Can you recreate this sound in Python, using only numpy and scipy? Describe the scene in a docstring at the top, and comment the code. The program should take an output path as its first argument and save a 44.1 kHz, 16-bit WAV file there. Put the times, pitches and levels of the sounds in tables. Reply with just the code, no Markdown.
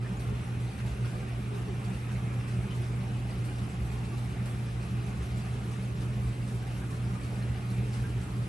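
"""Fish tank with air pump

A pump hums beside a large glass tank in a living room, heard by two small microphones.
Rising air rumbles in the water. At the surface bubbles ring and burst, foam fizzes
and now and then sprays, and single bubbles plink, splash and gurgle out of the mass."""
import sys
import numpy as np
from scipy import signal
from scipy.fft import rfft, irfft
from scipy.io import wavfile

SR = 44100
rng = np.random.default_rng(int(sys.argv[2]) if len(sys.argv) > 2 else 0)


def wrap_up_sound(samples):
    """Save the sound to the file named by the first command line argument, as 16-bit audio."""
    columns = np.atleast_2d(samples).T
    # keep every value between -1 and 1, then stretch to whole-number steps
    tamed = np.clip(columns, -1, 1)
    steps = np.round(tamed * 32767).astype(np.int16)
    wavfile.write(sys.argv[1], SR, steps)


N = 373968
TIME_S = np.arange(N) / SR
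BINS_HZ = np.fft.rfftfreq(N, 1 / SR)


def amp(db):
    """Decibels to gain."""
    return 10 ** (np.asarray(db) / 20)


def unit_rms(x):
    """Scales to rms 1."""
    return x / np.sqrt(np.mean(x ** 2) + 1e-20)


def per_bin(table):
    """Columns after the first (f/Hz), interpolated to the FFT bins over log frequency."""
    hz, *columns = np.transpose(table)
    return [np.interp(np.log(BINS_HZ + 1), np.log(hz), column) for column in columns]


def coloured(x, spectrum):
    """Filters by a gain table; rms 1."""
    return unit_rms(irfft(rfft(x) * amp(per_bin(spectrum)[0]), N))


def drift(hz):
    """Random wander below about hz; rms 1."""
    return unit_rms(irfft(rfft(rng.standard_normal(N)) * np.exp(-(BINS_HZ / hz) ** 2), N))


def bubbles(start_s, hz, gain, cycles, rise, samples):
    """Each bubble is a sine that decays to 1/e in `cycles` and rises in pitch as it surfaces."""
    turns = hz[:, None] * np.arange(samples) / SR
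    age = turns / cycles
    phase = 2 * np.pi * turns * (1 + rise * np.minimum(age, 4))
    waves = gain[:, None] * np.exp(-age) * np.sin(phase)
    index = (start_s[:, None] * SR).astype(int) + np.arange(samples)
    return np.bincount(index.ravel().clip(0), waves.ravel(), N)[:N]


def swarm(low_hz, high_hz, cycles, spread_db, count, samples):
    """Two unrelated rows of count random bubbles each, later mixed into stereo."""
    rows = []
    for when, pitch, strength in rng.random((2, count, 3)).transpose(0, 2, 1):
        hz = low_hz + (high_hz - low_hz) * pitch
        gain = np.sqrt(hz) * amp(spread_db * np.minimum(-np.log(1 - strength), 5))
        rows.append(bubbles(when * N / SR, hz, gain, cycles, rise=0.013, samples=samples))
    return np.array(rows)


def room(x, direct_db, t60_s, echo_db, frame=1024, hop=256, echo_count=14):
    """Glass and walls return early echoes; then the power dies away in a tail of random phase."""
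    delays = rng.integers(20, SR // 50, (2, echo_count))
    signs = rng.choice([-1, 1], (2, echo_count))
    echoes = np.zeros((2, N))
    for side, echo in np.ndindex(delays.shape):
        echoes[side] += signs[side, echo] * np.pad(x[side], (delays[side, echo], 0))[:N]
    spectra = signal.stft(x, nperseg=frame, noverlap=frame - hop)[2]
    feedback = amp(-60 * hop / SR / t60_s) ** 2
    power = signal.lfilter([0, 1 - feedback], [1, -feedback], abs(spectra) ** 2)
    diffuse = np.sqrt(power) * np.exp(2j * np.pi * rng.random(spectra.shape))
    tail = signal.istft(diffuse, noverlap=frame - hop)[1][:, :N]
    early = unit_rms(x) + amp(echo_db) * unit_rms(echoes)
    return np.std(x) * unit_rms(unit_rms(tail) + amp(direct_db) * early)


# Microphone pair: f/Hz, coherence/0-1, left lead/rad, left-right/dB
MIC_PAIR = [(40, .999, .06, -.2), (70, .997, .12, -1), (200, .98, .14, -1.3), (400, .87, -.1, -1.2),
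            (600, .35, -.6, -1.6), (760, .55, -.5, -2.2), (1100, .33, -1.4, 0), (1550, .2, -4.2, -.7),
            (2000, .35, -5.7, -.6), (2550, .68, -6.9, -.4), (3200, .52, -7.5, 1.8), (4200, .54, -6.7, 1.5),
            (7000, .38, -6.4, 1.7), (8700, .5, -6.2, .2), (9600, .48, -4.3, 0), (10500, .65, -3.1, 0),
            (11500, .6, -1.6, 0)]

def microphones(pair):
    """Two unrelated signals become stereo: alike in the bass, less so and out of step higher up."""
    coherence, lead_rad, pan_db = per_bin(MIC_PAIR)
    first, second = rfft(pair)
    shared = first * np.sqrt((1 + coherence) / 2)
    apart = second * np.sqrt((1 - coherence) / 2)
    left = (shared + apart) * amp(pan_db / 2)
    right = (shared - apart) * amp(-pan_db / 2) * np.exp(-1j * lead_rad)
    return irfft(np.array([left, right]), N)


# Hum lines: mains multiple, level/dB, left-right/dB
HUM_LINES = [(1, -47, 1), (2, -34, -1.3), (4, -65, 11), (6, -60, 2.5), (10, -71, 4), (12, -73, 18),
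             (14, -77.5, 18), (15, -72.5, -7)]
# Moments where the hum and the water's rumble happen to cancel or add: t/s, change/dB
INTERFERENCE = [(0.44, -8), (0.78, -6), (1.04, 5), (2.59, 6), (1.72, -2.5), (2.68, -8), (2.72, -1),
                (2.8, 3.5), (5.26, -8), (7.79, 4.5), (8.02, 3)]

def pump(mains_hz=60.0, lead_rad=0.19, waver_db=1.5, waver_hz=3.2, moment_s=0.021, grow_db_per_s=0.12):
    """The diaphragm swings with the mains; the level heard wavers and slowly grows."""
    hum = np.zeros((2, N))
    for multiple, db, pan_db in HUM_LINES:
        phase = 2 * np.pi * (multiple * mains_hz * TIME_S + rng.random())
        gains = amp([[db + pan_db / 2], [db - pan_db / 2]])
        hum += np.sqrt(2) * np.sin([phase + lead_rad, phase]) * gains
    waver = unit_rms(np.sin(2 * np.pi * waver_hz * TIME_S + np.pi * drift(hz=1.39)))
    # A gain on the hum stands in for chance interference with the rumble.
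    chance_db = sum(db * np.exp(-((TIME_S - at_s) / moment_s) ** 2) for at_s, db in INTERFERENCE)
    return hum * unit_rms(amp(waver_db * waver + chance_db + grow_db_per_s * TIME_S))


# Tank and cabinet resonances: f/Hz, width/Hz, relative level/dB
TANK_MODES = [(60.3, 20.6, -1), (76.5, 23, -1.5), (115.2, 19.6, 0), (143, 23, -4), (169.7, 7.3, -1.5),
              (184, 16, -0.5), (204.4, 15.9, -1), (246, 44, -13.5), (292.4, 70, -12.5), (375, 11.7, -12.5),
              (422, 48, -15.5)]

def rumble(level_db=-37.5, low_cut_hz=48, surge_db=0.33):
    """Rising air pushes at random on water and glass, which answer in their resonances."""
    power = sum(amp(db) ** 2 / (1 + 2 * ((BINS_HZ - hz) / width_hz) ** 2) ** 2
                for hz, width_hz, db in TANK_MODES)
    response = np.sqrt(power / (1 + (low_cut_hz / (BINS_HZ + 1)) ** 10))
    envelope = amp(level_db + surge_db * drift(hz=8))
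    push = rng.standard_normal((2, N))
    return envelope * unit_rms(irfft(rfft(push) * response, N))


# Tank thumps: t/s, f/Hz, relative peak/dB
TANK_THROBS = [(0.13, 188.7, -33), (0.43, 195, -40), (0.57, 200, -33), (0.93, 62, -27), (1.05, 200, -34),
               (1.18, 190, -39), (1.88, 194, -31.5), (1.97, 64.6, -29), (2.18, 61.4, -34), (2.58, 176, -33),
               (2.66, 186, -39), (3.27, 196, -30.5), (3.83, 62.6, -24), (4.93, 190, -32), (5.22, 65.5, -27),
               (5.53, 66, -36), (6.27, 62.1, -27), (7.52, 69, -36), (7.72, 185, -30.5), (7.79, 190.6, -29),
               (8.37, 66, -34)]

def throbs(gain_db=-3.5, cycles=0.97, swell_s=0.012):
    """A gulp of air heaves the water: a low tank resonance swells and fades within a few cycles."""
    out = np.zeros(N)
    for at_s, hz, db in TANK_THROBS:
        swell = np.exp(-((TIME_S - at_s) / (swell_s + cycles / hz)) ** 2)
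        out += amp(gain_db + db) * swell * np.sin(2 * np.pi * (hz * TIME_S + rng.random()))
    return out


# Collapsing foam rafts: t/s, level/dB
FOAM_SPRAYS = [(0.192, -53), (0.6, -58), (0.775, -59), (0.858, -53.5), (1.045, -57), (1.542, -57),
               (1.84, -55), (1.943, -61), (2.11, -55), (2.38, -59), (2.474, -54), (2.745, -55), (2.81, -56),
               (3.305, -59), (3.44, -54), (3.58, -56), (3.915, -56), (4.035, -59), (4.169, -55),
               (4.455, -52.5), (4.825, -56), (5.062, -55), (5.22, -59), (5.367, -54), (5.71, -58),
               (6.005, -53.5), (6.475, -54), (6.665, -58), (6.77, -60), (6.905, -55.5), (7.23, -56),
               (7.7, -56), (7.93, -51), (8.21, -57)]

def sprays(rise_s=0.0019, decay_s=0.069, small_db=-64.0, spread_db=2, small_count=30):
    """Power envelope of collapsing rafts, listed ones plus small random ones: each flares and dies."""
    small = [(when * N / SR, small_db + spread_db * (2 * strength - 1))
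             for when, strength in rng.random((small_count, 2))]
    start_s, db = np.transpose(FOAM_SPRAYS + small)
    impulses = np.bincount((start_s * SR).astype(int), amp(db) ** 2, N)
    age_s = TIME_S[:SR // 2]
    flare = (1 - np.exp(-age_s / rise_s)) * np.exp(-age_s / decay_s)
    return abs(signal.oaconvolve(impulses, flare ** 2)[:N])


# Colour of bursting foam: f/Hz, gain/dB
FIZZ_COLOUR = [(500, -22), (3000, -4), (4000, 0.5), (5200, -1.5), (7000, -5), (8200, -2), (9300, -2.5),
               (10600, 1.5), (11400, -0.5), (12000, -18)]

def fizz(spray_power, level_db=-58.5, grow_db_per_s=0.15, flutter_db=0.53):
    """Tiny foam films snap all the time, slowly growing louder; the fizz flares with each spray."""
    steady_db = level_db + grow_db_per_s * TIME_S + flutter_db * drift(hz=22)
    snaps = swarm(low_hz=2520, high_hz=12470, cycles=6.8, spread_db=2.5, count=20000, samples=64)
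    snaps = room(snaps, direct_db=-5.0, t60_s=0.2, echo_db=0.0)
    return np.sqrt(amp(steady_db) ** 2 + spray_power) * coloured(snaps, FIZZ_COLOUR)


# Colour of surface bubbles: f/Hz, gain/dB
BUBBLING_COLOUR = [(60, -45), (280, -6.5), (500, 3.5), (620, -0.5), (760, 0.2), (950, -4.5), (1200, -0.7),
                   (1600, -4.5), (2050, -5.5), (2600, -5), (3100, -10), (4000, -15), (6000, 1)]
# Surface agitation: t/s, relative level/dB
AGITATION = [(0, -53), (1.1, -53), (2.2, -52.5), (2.6, -53), (5.5, -53), (5.9, -54), (6.3, -54), (7.0, -54),
             (7.55, -52.5), (7.85, -53.5), (8.48, -53)]

def bubbling(spray_power, gain_db=5.0, spray_db=-4, churn_db=-0.02):
    """A mass of bubbles rings at the churning surface, which each spray stirs further."""
    surface = swarm(low_hz=292, high_hz=3976, cycles=5.8, spread_db=-0.1, count=8000, samples=500)
    surface = room(surface, direct_db=-4.5, t60_s=0.57, echo_db=-3.5)
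    agitation_db = np.interp(TIME_S, *np.transpose(AGITATION)) + churn_db * drift(hz=12)
    power = amp(agitation_db) ** 2 + amp(spray_db) ** 2 * spray_power
    return amp(gain_db) * np.sqrt(power) * coloured(surface, BUBBLING_COLOUR)


def tinkles(mid_db=-61.0, spread_db=3.4, low_hz=1500, high_hz=10500, db_per_octave=-7.5, count=200):
    """Faint bubbles ring at random moments; the smaller and higher, the weaker."""
    when, pitch, weakness = rng.random((count, 3)).T
    hz = low_hz * (high_hz / low_hz) ** pitch
    octaves = np.log2(hz / np.sqrt(low_hz * high_hz))
    gain = amp(mid_db - spread_db * weakness + db_per_octave * octaves)
    return bubbles(when * N / SR, hz, gain, cycles=30, rise=0.0018, samples=3000)


# Bubble chains: t/s, length/s, f/Hz, level/dB
BUBBLE_CHAINS = [(1.9, .3, 2600, -53), (2.04, 0.37, 1260, -52.5), (2.38, 0.24, 2500, -52),
                 (3.08, 0.16, 2740, -53), (3.26, .28, 2730, -57), (6.97, .3, 2580, -60)]

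def trills(bubbles_per_s=110, pitch_scatter=0.087, spread_db=3):
    """A chain of bubbles of nearly one size breaks the surface in a short trill."""
    out = np.zeros(N)
    for start_s, length_s, centre_hz, db in BUBBLE_CHAINS:
        when, pitch, strength = rng.uniform(-1, 1, (int(length_s * bubbles_per_s) + 1, 3)).T
        at_s = start_s + length_s * (when + 1) / 2
        hz = centre_hz * (1 + pitch_scatter * pitch)
        out += bubbles(at_s, hz, amp(db + spread_db * strength), cycles=11, rise=0.0033, samples=3000)
    return out


# Bursts of large bubbles: t/s, centre f/Hz, level/dB
BURSTS = [(0.043, 1950, -50), (0.778, 1810, -46), (0.865, 2620, -52), (1.04, 2200, -47), (1.051, 3700, -56),
          (1.08, 2000, -50), (2.08, 1400, -50), (2.155, 2190, -54), (2.698, 1200, -52), (2.705, 3100, -53),
          (4.12, 1520, -52), (4.457, 1800, -48), (5.215, 1900, -53), (5.438, 2200, -49.5),
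          (6.812, 1570, -47), (7.147, 1290, -53), (7.54, 2400, -49), (7.945, 2070, -54), (8.035, 1600, -54)]

def splashes(length_s=0.035, spread_octaves=0.435, db_per_octave=-0.5, count=36):
    """A large bubble bursts into a crackle of small, short-lived ones."""
    out = np.zeros(N)
    for start_s, centre_hz, db in BURSTS:
        at_s = start_s + length_s * rng.random(count)
        octaves = spread_octaves * rng.standard_normal(count)
        gain = amp(db + db_per_octave * octaves)
        out += bubbles(at_s, centre_hz * 2 ** octaves, gain, cycles=2.26, rise=0.0079, samples=1200)
    return out


# Merged bubbles: t/s, length/s, relative peak/dB, f/Hz, glide/octaves
MERGED_BUBBLES = [(0.264, 0.1, -45, 415, -0.076), (0.945, 0.1, -41, 382, -0.018),
                  (1.151, 0.048, -43.5, 370, 0.039), (1.203, 0.1, -42, 374, 0.0085),
                  (1.348, 0.069, -45.5, 382, 0.022), (1.495, 0.1, -44, 408, -0.076),
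                  (1.55, 0.067, -40.5, 362, -0.072), (1.659, 0.082, -39, 392, -.4),
                  (2.09, 0.089, -45, 342, 0), (2.779, 0.066, -42.5, 353, 0.0045),
                  (4.104, 0.079, -40.5, 324, 0.017), (4.918, 0.12, -44, 339, 0.041),
                  (5.008, 0.12, -49, 422, -0.036), (7.73, 0.24, -46.5, 420, -0.26)]

def gurgles(gain_db=-1.5, wobble_depth=0.23):
    """Bubbles merged on the way up wobble and ring low; each swells and fades as it breaks through."""
    out = np.zeros(N)
    wobble = 1 + wobble_depth * drift(hz=40)
    for start_s, length_s, db, hz, glide_octaves in MERGED_BUBBLES:
        span = (TIME_S >= start_s) & (TIME_S < start_s + length_s)
        progress = (TIME_S[span] - start_s) / length_s
        turns = np.cumsum(hz * 2 ** (glide_octaves * (progress - 0.5))) / SR + rng.random()
        out[span] += amp(gain_db + db) * np.sin(np.pi * progress) * np.sin(2 * np.pi * turns)
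    return out * wobble


# Clear bubbles: t/s, f/Hz, relative level/dB, decay/cycles, left-right/dB
CLEAR_BUBBLES = [(0.046, 1725, -41, 19, -1), (0.06, 1810, -43, 26, -3), (0.17, 6820, -51, 70, 4),
                 (0.79, 4260, -49, 40, 1), (1.047, 1436, -40.5, 30, -2), (1.053, 5420, -50, 50, 2.5),
                 (1.085, 1473, -43.5, 26, -2), (1.848, 4530, -45, 35, 1), (2.085, 1290, -43, 16, -1),
                 (2.158, 2190, -44, 24, 0), (2.707, 2940, -40, 18, 4), (2.712, 3050, -39, 16, 4),
                 (2.723, 2980, -41, 16, 4), (3.31, 4800, -46, 28, 5), (3.383, 9200, -50, 70, -1),
                 (3.445, 8530, -49, 60, 0), (3.487, 2420, -41, 34, -1), (3.59, 1110, -43, 16, 0),
                 (4.128, 1150, -43, 23, -1), (6.819, 1580, -43, 16, -1), (7.155, 1220, -40, 20, 2.5),
                 (7.235, 4600, -45, 22, 4), (7.36, 4650, -48, 20, 2), (7.425, 4200, -44, 20, -5),
                 (7.939, 7200, -51, 45, 4), (8.039, 1590, -40, 22, -1)]

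def plinks(gain_db=-4.0):
    """Single bubbles ring longer and stand out, each from its own place."""
    start_s, hz, db, cycles, pan_db = np.transpose(CLEAR_BUBBLES)
    gains = [amp(db + gain_db + side * pan_db / 2) for side in (1, -1)]
    return np.array([bubbles(start_s, hz, gain, cycles[:, None], rise=0.0031, samples=5000)
                     for gain in gains])


def scene():
    """Pump hum, the mass of water and single bubbles, in stereo."""
    spray_power = sprays()
    water = microphones(rumble() + bubbling(spray_power) + fizz(spray_power))
    singles = plinks() + splashes() + trills() + tinkles() + gurgles()
    singles = room(singles, direct_db=7.0, t60_s=0.16, echo_db=-4.0)
    return pump() + water + throbs() + singles


def record(dry):
    """Steep low-pass on both channels."""
    cutoff_hz = 11850
    taps = signal.firwin(511, cutoff_hz, window=("kaiser", 9), fs=SR)
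    return signal.oaconvolve(dry, taps[None], "same", axes=1)


dry = scene()
out = record(dry)
wrap_up_sound(out)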